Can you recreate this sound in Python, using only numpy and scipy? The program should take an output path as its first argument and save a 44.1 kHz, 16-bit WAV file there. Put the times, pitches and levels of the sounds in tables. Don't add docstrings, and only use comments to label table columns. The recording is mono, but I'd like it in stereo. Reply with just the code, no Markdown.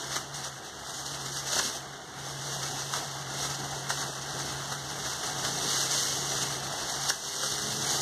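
import sys
import numpy as np
from scipy import signal
from scipy.fft import rfft, irfft, next_fast_len
from scipy.io import wavfile
from scipy.ndimage import uniform_filter1d

SR = 44100
rng = np.random.default_rng(int(sys.argv[2]) if len(sys.argv) > 2 else 0)


def magnitude_from_level(level_db):
    exponent = np.asarray(level_db, float) / 20
    return 10 ** exponent


def master_out(mix):
    frames = np.transpose(np.atleast_2d(mix))
    ceiling = np.clip(frames, -1, 1)
    pcm = np.round(ceiling * 32767).astype(np.int16)
    wavfile.write(sys.argv[1], SR, pcm)


N = 353285

# peak t/s, extra rustle level/dB, rise t/s, fall t/s
BILLOWS = [(.15, 9, 0.073, .07), (.36, 5, 0.027, 0.043), (.45, 8, 0.031, 0.087), (.67, 4.5, 0.064, .09),
           (1.38, 4, 0.036, 0.041), (1.59, 22, 0.14, 0.42), (1.65, 24.5, 0.17, 0.19), (1.76, 20, .3, .08),
           (2.25, 3, 0.3, 0.033), (2.97, 4, .05, 0.15), (3.68, 2.5, 0.053, .15), (3.41, 8.5, 0.12, 0.21),
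           (3.9, 9.5, .021, 0.098), (4.01, 4.5, .06, 0.049), (4.4, 1.5, .07, 0.11), (4.53, 5, 0.16, 0.032),
           (4.86, 1.5, .1, 0.042), (5.06, 3.5, 0.12, 0.11), (5.47, 6, 0.06, 0.065), (5.78, 12.5, .3, 0.9),
           (6.0, 15, .3, 0.29), (6.38, 8.5, 0.42, 0.23), (7.09, 5.5, 0.1, 0.2), (7.46, 3, 0.45, 0.1),
           (7.72, 2, .09, .05), (7.94, 6.5, 0.096, 0.12)]
# f/Hz, likeness (0 to 1)
PORT_SAME = [(30, 0.92), (60, 0.94), (250, 0.9), (500, 0.81), (1000, 0.26), (1800, 0.31), (4000, 0.16)]
# f/Hz, left over right level/dB
PORT_LEFT = [(60, 0), (500, 3), (1800, -6.5), (3700, -2), (4700, -7.5), (6500, -8), (9000, -3.5),
             (14000, -2.5)]


def evened(x):
    return x / np.sqrt(np.mean(x ** 2) + 1e-20)


def read(points, hz):
    f, value = np.transpose(points)
    return np.interp(np.log(hz + 1), np.log(f + 1), value)


def curve(rows):
    s, *columns = np.transpose(rows)
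    return [np.interp(np.arange(N) / SR, s, c) for c in columns]


def bumps(rows, t):
    s, db, rise, fall = np.transpose(rows)[..., None]
    rising, falling = 1 + (t - s) / rise, 1 - (t - s) / fall
    return (db * np.clip(np.minimum(rising, falling), 0, 1)).max(0)


def colour(x, points):
    size = next_fast_len(N + 4096)
    gain = magnitude_from_level(read(points, np.fft.rfftfreq(size, 1 / SR)))
    return irfft(rfft(x, size) * evened(gain), size)[..., :N]


def wander(rate_hz, channels=1):
    lowpass = signal.butter(2, rate_hz, fs=SR, output="sos")
    return evened(signal.sosfilt(lowpass, rng.standard_normal((channels, N))))


def creases(per_s, spread_db, low_hz, high_hz, cycles):
    happens = None
    size = magnitude_from_level(spread_db * np.minimum(rng.exponential(1, N), 5)) * (rng.random(N) < per_s / SR)
    kind, sign, out = rng.integers(0, 10, N), rng.choice([-1., 1.], (2, N)), np.zeros((2, N))
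    t = np.arange(400) / SR
    for k, hz in enumerate(np.geomspace(low_hz, high_hz, 10)):
        burst = np.sin(2 * np.pi * hz * t) * np.exp(-t * hz / cycles) * (1 - np.exp(-t * hz * 3.3))
        burst = burst / np.linalg.norm(burst) * np.sqrt(hz)
        out += signal.oaconvolve(size * (kind == k) * sign, burst[None], axes=1)[:, :N]
    return evened(out)


def cracks():
    # t/s, peak level/dB, low ring f/Hz
    flips = [(1.5654, -18, 700), (1.5883, -22, 1290), (1.5984, -12, 970), (1.6520, -15, 300),
             (2.9629, -24, 1020), (3.9038, -17, 910), (4.0185, -25, 1200), (6.3225, -22, 845),
             (7.0963, -19, 1500), (7.1039, -6.5, 1710), (7.109, -27, 1400), (7.4346, -19, 1450)]
    out, t = np.zeros((2, N)), np.arange(300) / SR
    bright = .6 * np.sin(2 * np.pi * 5600 * t) * np.exp(-t / .0007)
    for s, db, hz in flips:
        ring = np.sin(2 * np.pi * hz * t) * np.exp(-t / .0011) + bright
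        out[:, round(s * SR):][:, :300] += magnitude_from_level(db) * ring * [[1], [.8]]
    return out


def room(x, wet_db):
    # f/Hz, t60/s
    decay = [(200, 0.37), (1000, 0.19), (4000, 0.09), (12000, 0.18)]
    taps = np.zeros((3, 2, SR // 4))
    at = np.arange(100, SR // 4 - 20, 20) + rng.integers(0, 20, (3, 2, (SR // 4 - 101) // 20))
    np.put_along_axis(taps, at, rng.choice([-1., 1.], at.shape), 2)
    hz, t, z = signal.stft(taps, SR, nperseg=256)
    tails = signal.istft(z * magnitude_from_level(-60 * t / read(decay, hz)[:, None]), SR, nperseg=256)[1]
    tails = tails / np.linalg.norm(tails[0, 0])
    turn = 2 * np.pi * (2.3 * np.arange(N) / SR + np.arange(3)[:, None, None] / 3)
    wet = signal.fftconvolve(x * np.cos(turn) * np.sqrt(2 / 3), tails, axes=2).sum(0)[:, :N]
    return (x + magnitude_from_level(wet_db) * wet) / np.sqrt(1 + magnitude_from_level(2 * wet_db))


def bag():
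    # t/s, level/dB
    rustle = [(0.0, -39), (0.3, -49), (0.76, -50.5), (0.89, -39.5), (1.43, -40.5), (1.85, -56),
              (2.12, -50.5), (2.45, -38), (2.92, -38.5), (3.2, -44), (3.6, -41.5), (4.2, -41.5),
              (4.95, -41.5), (5.3, -37), (6.17, -41.5), (7.0, -37), (7.63, -34.5), (8.01, -32)]
    # t/s, peak level/dB, low slap against crinkle level/dB
    snaps = [(0.1654, -12, 3), (0.3451, -22.5, -15), (0.4444, -20.5, -2.5), (0.4744, -20, 7),
             (1.065, -17, -4), (1.265, -16.5, -3), (1.3714, -14.5, -2), (1.5344, -15, 6), (1.5944, -5, 7.5),
             (2.634, -19.5, 10.5), (2.939, -19.5, 15), (2.9694, -15.5, 9.5), (3.9064, -18, 11),
             (3.9754, -22.5, 7), (4.0194, -20.5, 8), (4.3944, -21, 4), (4.7257, -15.5, 8.5),
             (5.0544, -20.5, 10), (5.2367, -17.5, 9), (5.4523, -14.5, 10.5), (5.7694, -18, 8),
             (6.321, -17, 7.5), (6.3694, -15, 2), (6.7214, -25, 1), (6.8994, -14.5, 1), (7.102, -1.5, -1),
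             (7.436, -13.5, 9), (7.5244, -17, -1), (7.7144, -23, -10), (7.9344, -23, 9)]
    # f/Hz, density level/dB per Hz
    crinkle_spectrum = [(900, -17.5), (1600, -15.5), (2400, -7.5), (3200, -9.5), (4000, -7), (5000, -1.06),
                        (6500, -4.5), (8000, -10), (10000, -16.5), (12500, -20.5), (15000, -26)]
    # f/Hz, density level/dB per Hz
    fold_spectrum = [(120, -20), (300, -8.5), (500, -5), (800, -8), (1400, -0.3), (2200, -4), (3500, -9.5),
                     (6000, -12.5)]
    t = np.arange(N) / SR
    steady_db, billow_db = curve(rustle)[0], bumps(BILLOWS, t)
    level_db = steady_db + billow_db
    body_db = 0.2 - 0.59 * (steady_db + 40.5) - 0.43 * billow_db
    flutter = magnitude_from_level(1.0 * wander(9.2)[0] + 1.0 * wander(35)[0])
    fine_power = (magnitude_from_level(level_db + 2.5) * flutter) ** 2
    low_power = (magnitude_from_level(level_db + body_db - 8.0) * flutter) ** 2
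    for s, db, slap_db in snaps:
        t60_s = .1 - 0.23 * (db + 20.5)
        at = slice(max(round((s - .05) * SR), 0), round((s + .3) * SR))
        u = t[at] - s
        clump = np.where(u < 0, magnitude_from_level(60 * u / 0.062), magnitude_from_level(-60 * u / max(t60_s, .02))) * magnitude_from_level(db - 12.5)
        fine_power[at] += clump ** 2
        low_power[at] += (clump * magnitude_from_level(slap_db - 13.0)) ** 2
    crinkle = np.sqrt(fine_power) * colour(creases(14000, 1.3, 1510, 15780, 0.65), crinkle_spectrum)
    folds = np.sqrt(low_power) * colour(creases(3500, 2.42, 201.0, 4800, 0.89), fold_spectrum)
    return room(crinkle + folds + cracks(), wet_db=-1.5)


def fan():
    # t/s, level/dB
    draught = [(0.0, -46), (0.71, -49.5), (1.25, -46), (1.85, -48.5), (2.07, -51), (2.45, -44.5),
               (2.79, -46), (3.5, -44.5), (4.86, -44.5), (5.5, -43), (6.18, -45.5), (6.45, -43),
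               (6.94, -43), (7.34, -47.5), (7.58, -45), (8.01, -42)]
    # f/Hz, density level/dB per Hz
    rush = [(22, -45), (33, -28), (46, 3), (70, -37), (100, 6), (200, -3.5), (400, -1), (560, -9.5),
            (680, 0.5), (820, -0.5), (1000, -6), (2500, -9), (6000, -14.5), (14000, -40.5)]
    # f/Hz, width f/Hz, level against the rush/dB
    hums = [
        (70, 14, -14),
        (744, 5, -17),
    ]
    # deepest t/s, loss level/dB, fall t/s, recovery t/s
    shields = [(0.0, 11, .05, .11), (.24, 9, .13, 0.11), (.5, 2.5, 0.23, .1), (.67, 14.5, 0.17, .6),
               (1.67, 6.5, 0.37, 0.44), (2.07, 29, 0.13, 0.11), (2.77, 2, 0.097, 0.11),
               (3.03, 2, 0.093, 0.26), (4.13, 4, 0.11, 0.5), (5.02, 6, 0.25, .1), (5.24, 15, 0.18, 0.16),
               (5.6, 1.5, 0.49, 0.33), (6.27, 0.5, 0.096, 0.17), (6.7, 5, 0.21, .1), (6.87, 34, .18, .11),
               (7.2, 8, 0.23, 0.82), (7.54, 1, .3, 0.58)]
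    blade_hz, blade_db, blade_follows = 137.9, -44, 0.68
    spill = 0.21
    t = np.arange(N) / SR

    a, b, c, d, patches = rng.standard_normal((N // 256 + 5, 513, 5)).T
    patches = evened(uniform_filter1d(uniform_filter1d(patches, 10, 0), 12, 1))
    hz = np.fft.rfftfreq(1024, 1 / SR)
    z = np.array([a + 1j * b, c + 1j * d]) * magnitude_from_level(read(rush, hz)[:, None] + 1.3 * patches)
    air = evened(signal.istft(z, nperseg=1024, noverlap=768)[1][:, :N])
    for f_hz, width_hz, db in hums:
        i, q = wander(width_hz / 2, channels=2)
        air[0] += magnitude_from_level(db) * (i * np.cos(2 * np.pi * f_hz * t) + q * np.sin(2 * np.pi * f_hz * t))

    draught_db = curve(draught)[0]
    eddy_db = .8 * wander(6.6)[0]
    air *= magnitude_from_level(draught_db + spill * bumps(BILLOWS, t) + 5.5 + eddy_db)
    tone_db = blade_db + blade_follows * (draught_db - draught_db.max()) - bumps(shields, t) + 8.5
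    air[0] += magnitude_from_level(tone_db) * np.sin(2 * np.pi * blade_hz * t + 0.63 * wander(4.0)[0])
    return air


def motorbike():
    # t/s, firing rate f/Hz, level/dB, extra boom of low orders level/dB
    revs = [
        [(5.35, 56, -62, 0), (5.52, 56, -51, 8), (5.7, 56.5, -54, 3), (5.9, 57, -54, 2), (6.2, 57.5, -57, 0),
         (6.45, 59, -49, -8), (6.9, 61, -60, -4)],
        [(7.26, 98.5, -56, -11), (7.36, 100.2, -50, -9), (7.53, 103.5, -49, -6), (7.65, 105.7, -48.5, 5),
         (7.85, 108, -49, 2), (8.01, 110, -47, -3)],
    ]
    # f/Hz, level/dB
    exhaust = [(60, -22), (105, -11), (170, -2), (215, -3), (235, -9), (300, -7), (345, -13), (395, -3),
               (435, -2), (470, -9), (700, -34)]
    out, t = np.zeros((2, N)), np.arange(N) / SR
    for rows in revs:
        hz, db, boom_db = curve(rows)
        turns = np.cumsum(hz) / SR
        on = (t > rows[0][0]) & (t < rows[-1][0])
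        for k in range(1, 9):
            order_db = read(exhaust, k * hz) + db + boom_db * (k * hz < 250)
            fading = magnitude_from_level(order_db + 1.2 * wander(5)[0])
            phase = 2 * np.pi * (k * turns + rng.random())
            out += on * fading * np.array([1.6 * np.sin(phase), .9 * np.sin(phase + .6)])
    return out


def scene():
    size = next_fast_len(N + 4096)
    hz = np.fft.rfftfreq(size, 1 / SR)
    first, second = rfft(bag() + fan() + motorbike(), size)
    same, lean = np.clip(read(PORT_SAME, hz), 0, 1), magnitude_from_level(read(PORT_LEFT, hz) / 2)
    left = first * lean
    right = (same * first + np.sqrt(1 - same ** 2) * second) / lean
    return irfft(np.array([left, right]), size)[:, :N]


def widened(dry):
    # f/Hz, share (0 to 1)
    cross_share = [(60, .97), (1200, .74), (2000, .86), (2450, .8), (3650, .64), (4100, .58), (4700, .48),
                   (6500, .4), (8500, .27), (11500, .24), (12700, .28), (14000, .05)]
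    # f/Hz, delay t/s
    cross_delay = [(3700, .00041), (5000, .0004), (12700, .000394)]
    size = next_fast_len(N + 4096)
    hz = np.fft.rfftfreq(size, 1 / SR)
    ports, share = rfft(dry, size), np.clip(read(cross_share, hz), 0, .995)
    late = share * np.exp(-2j * np.pi * hz * read(cross_delay, hz))
    same, lean = np.clip(read(PORT_SAME, hz), 0, 1), magnitude_from_level(read(PORT_LEFT, hz))
    power = (lean + 1 / lean) / 2 * (1 + share ** 2) - 2 * same * late.real
    in_band = hz < 14280
    return irfft((ports - late * ports[::-1]) / np.sqrt(power) * in_band, size)[:, :N]


def gain_control(x, knee_db, slope, recover_db_s):
    power_db = 10 * np.log10(abs(signal.lfilter(np.ones(600) / 600, 1, (x ** 2).mean(0))) + 1e-12)
    fall = np.arange(N) * recover_db_s / SR
    held_db = np.maximum.accumulate(power_db + fall) - fall
    over_db = np.maximum(held_db - knee_db, 0)
    return x / magnitude_from_level(slope * signal.lfilter(np.ones(300) / 300, 1, over_db))


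def joint_stereo(x):
    # f/Hz, level/dB
    drop_depth = [(800, -30), (1230, -14), (1800, -16), (2150, -7), (2700, -9.5), (3400, -13), (5000, -15),
                  (8000, -10), (10000, -5), (11500, -10), (13000, -5), (14000, -20)]
    # peak t/s, shortage level/dB, rise t/s, fall t/s
    starved = [(.95, 14, .3, .22), (1.3, 10, .15, .15), (1.9, 4, .15, .25), (4.05, 9, .12, .25),
               (6.0, 6, .2, .3), (6.95, 6, .25, .12), (7.25, 6, .12, .6)]
    frame = dict(window="cosine", nperseg=2048, noverlap=1024)
    hz, t, z = signal.stft(np.array([x[0] + x[1], x[0] - x[1]]) / 2, SR, **frame)
    power = (abs(z[:, :1024]) ** 2).reshape(2, 128, 8, -1).sum(2)
    drift = uniform_filter1d(rng.standard_normal(power.shape), 4, 2)
    short_db = 3.5 * evened(uniform_filter1d(drift, 3, 1))
    short_db[0, :20] += np.minimum(bumps(starved, t), 7) - 1
    keep = power > power[::-1] * magnitude_from_level(2 * (read(drop_depth, hz[4:1024:8])[:, None] + short_db))
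    z[:, :1024] *= np.repeat(keep, 8, axis=1)
    mid, side = signal.istft(z, SR, **frame)[1][:, :N]
    return np.array([mid + side, mid - side])


def low_pass(x):
    return signal.sosfilt(signal.butter(12, 15410, fs=SR, output="sos"), x)


def record(dry):
    ducked = gain_control(widened(dry), knee_db=-26.0, slope=.7, recover_db_s=25.0)
    return low_pass(joint_stereo(ducked))


dry = scene()
out = record(dry)
master_out(out)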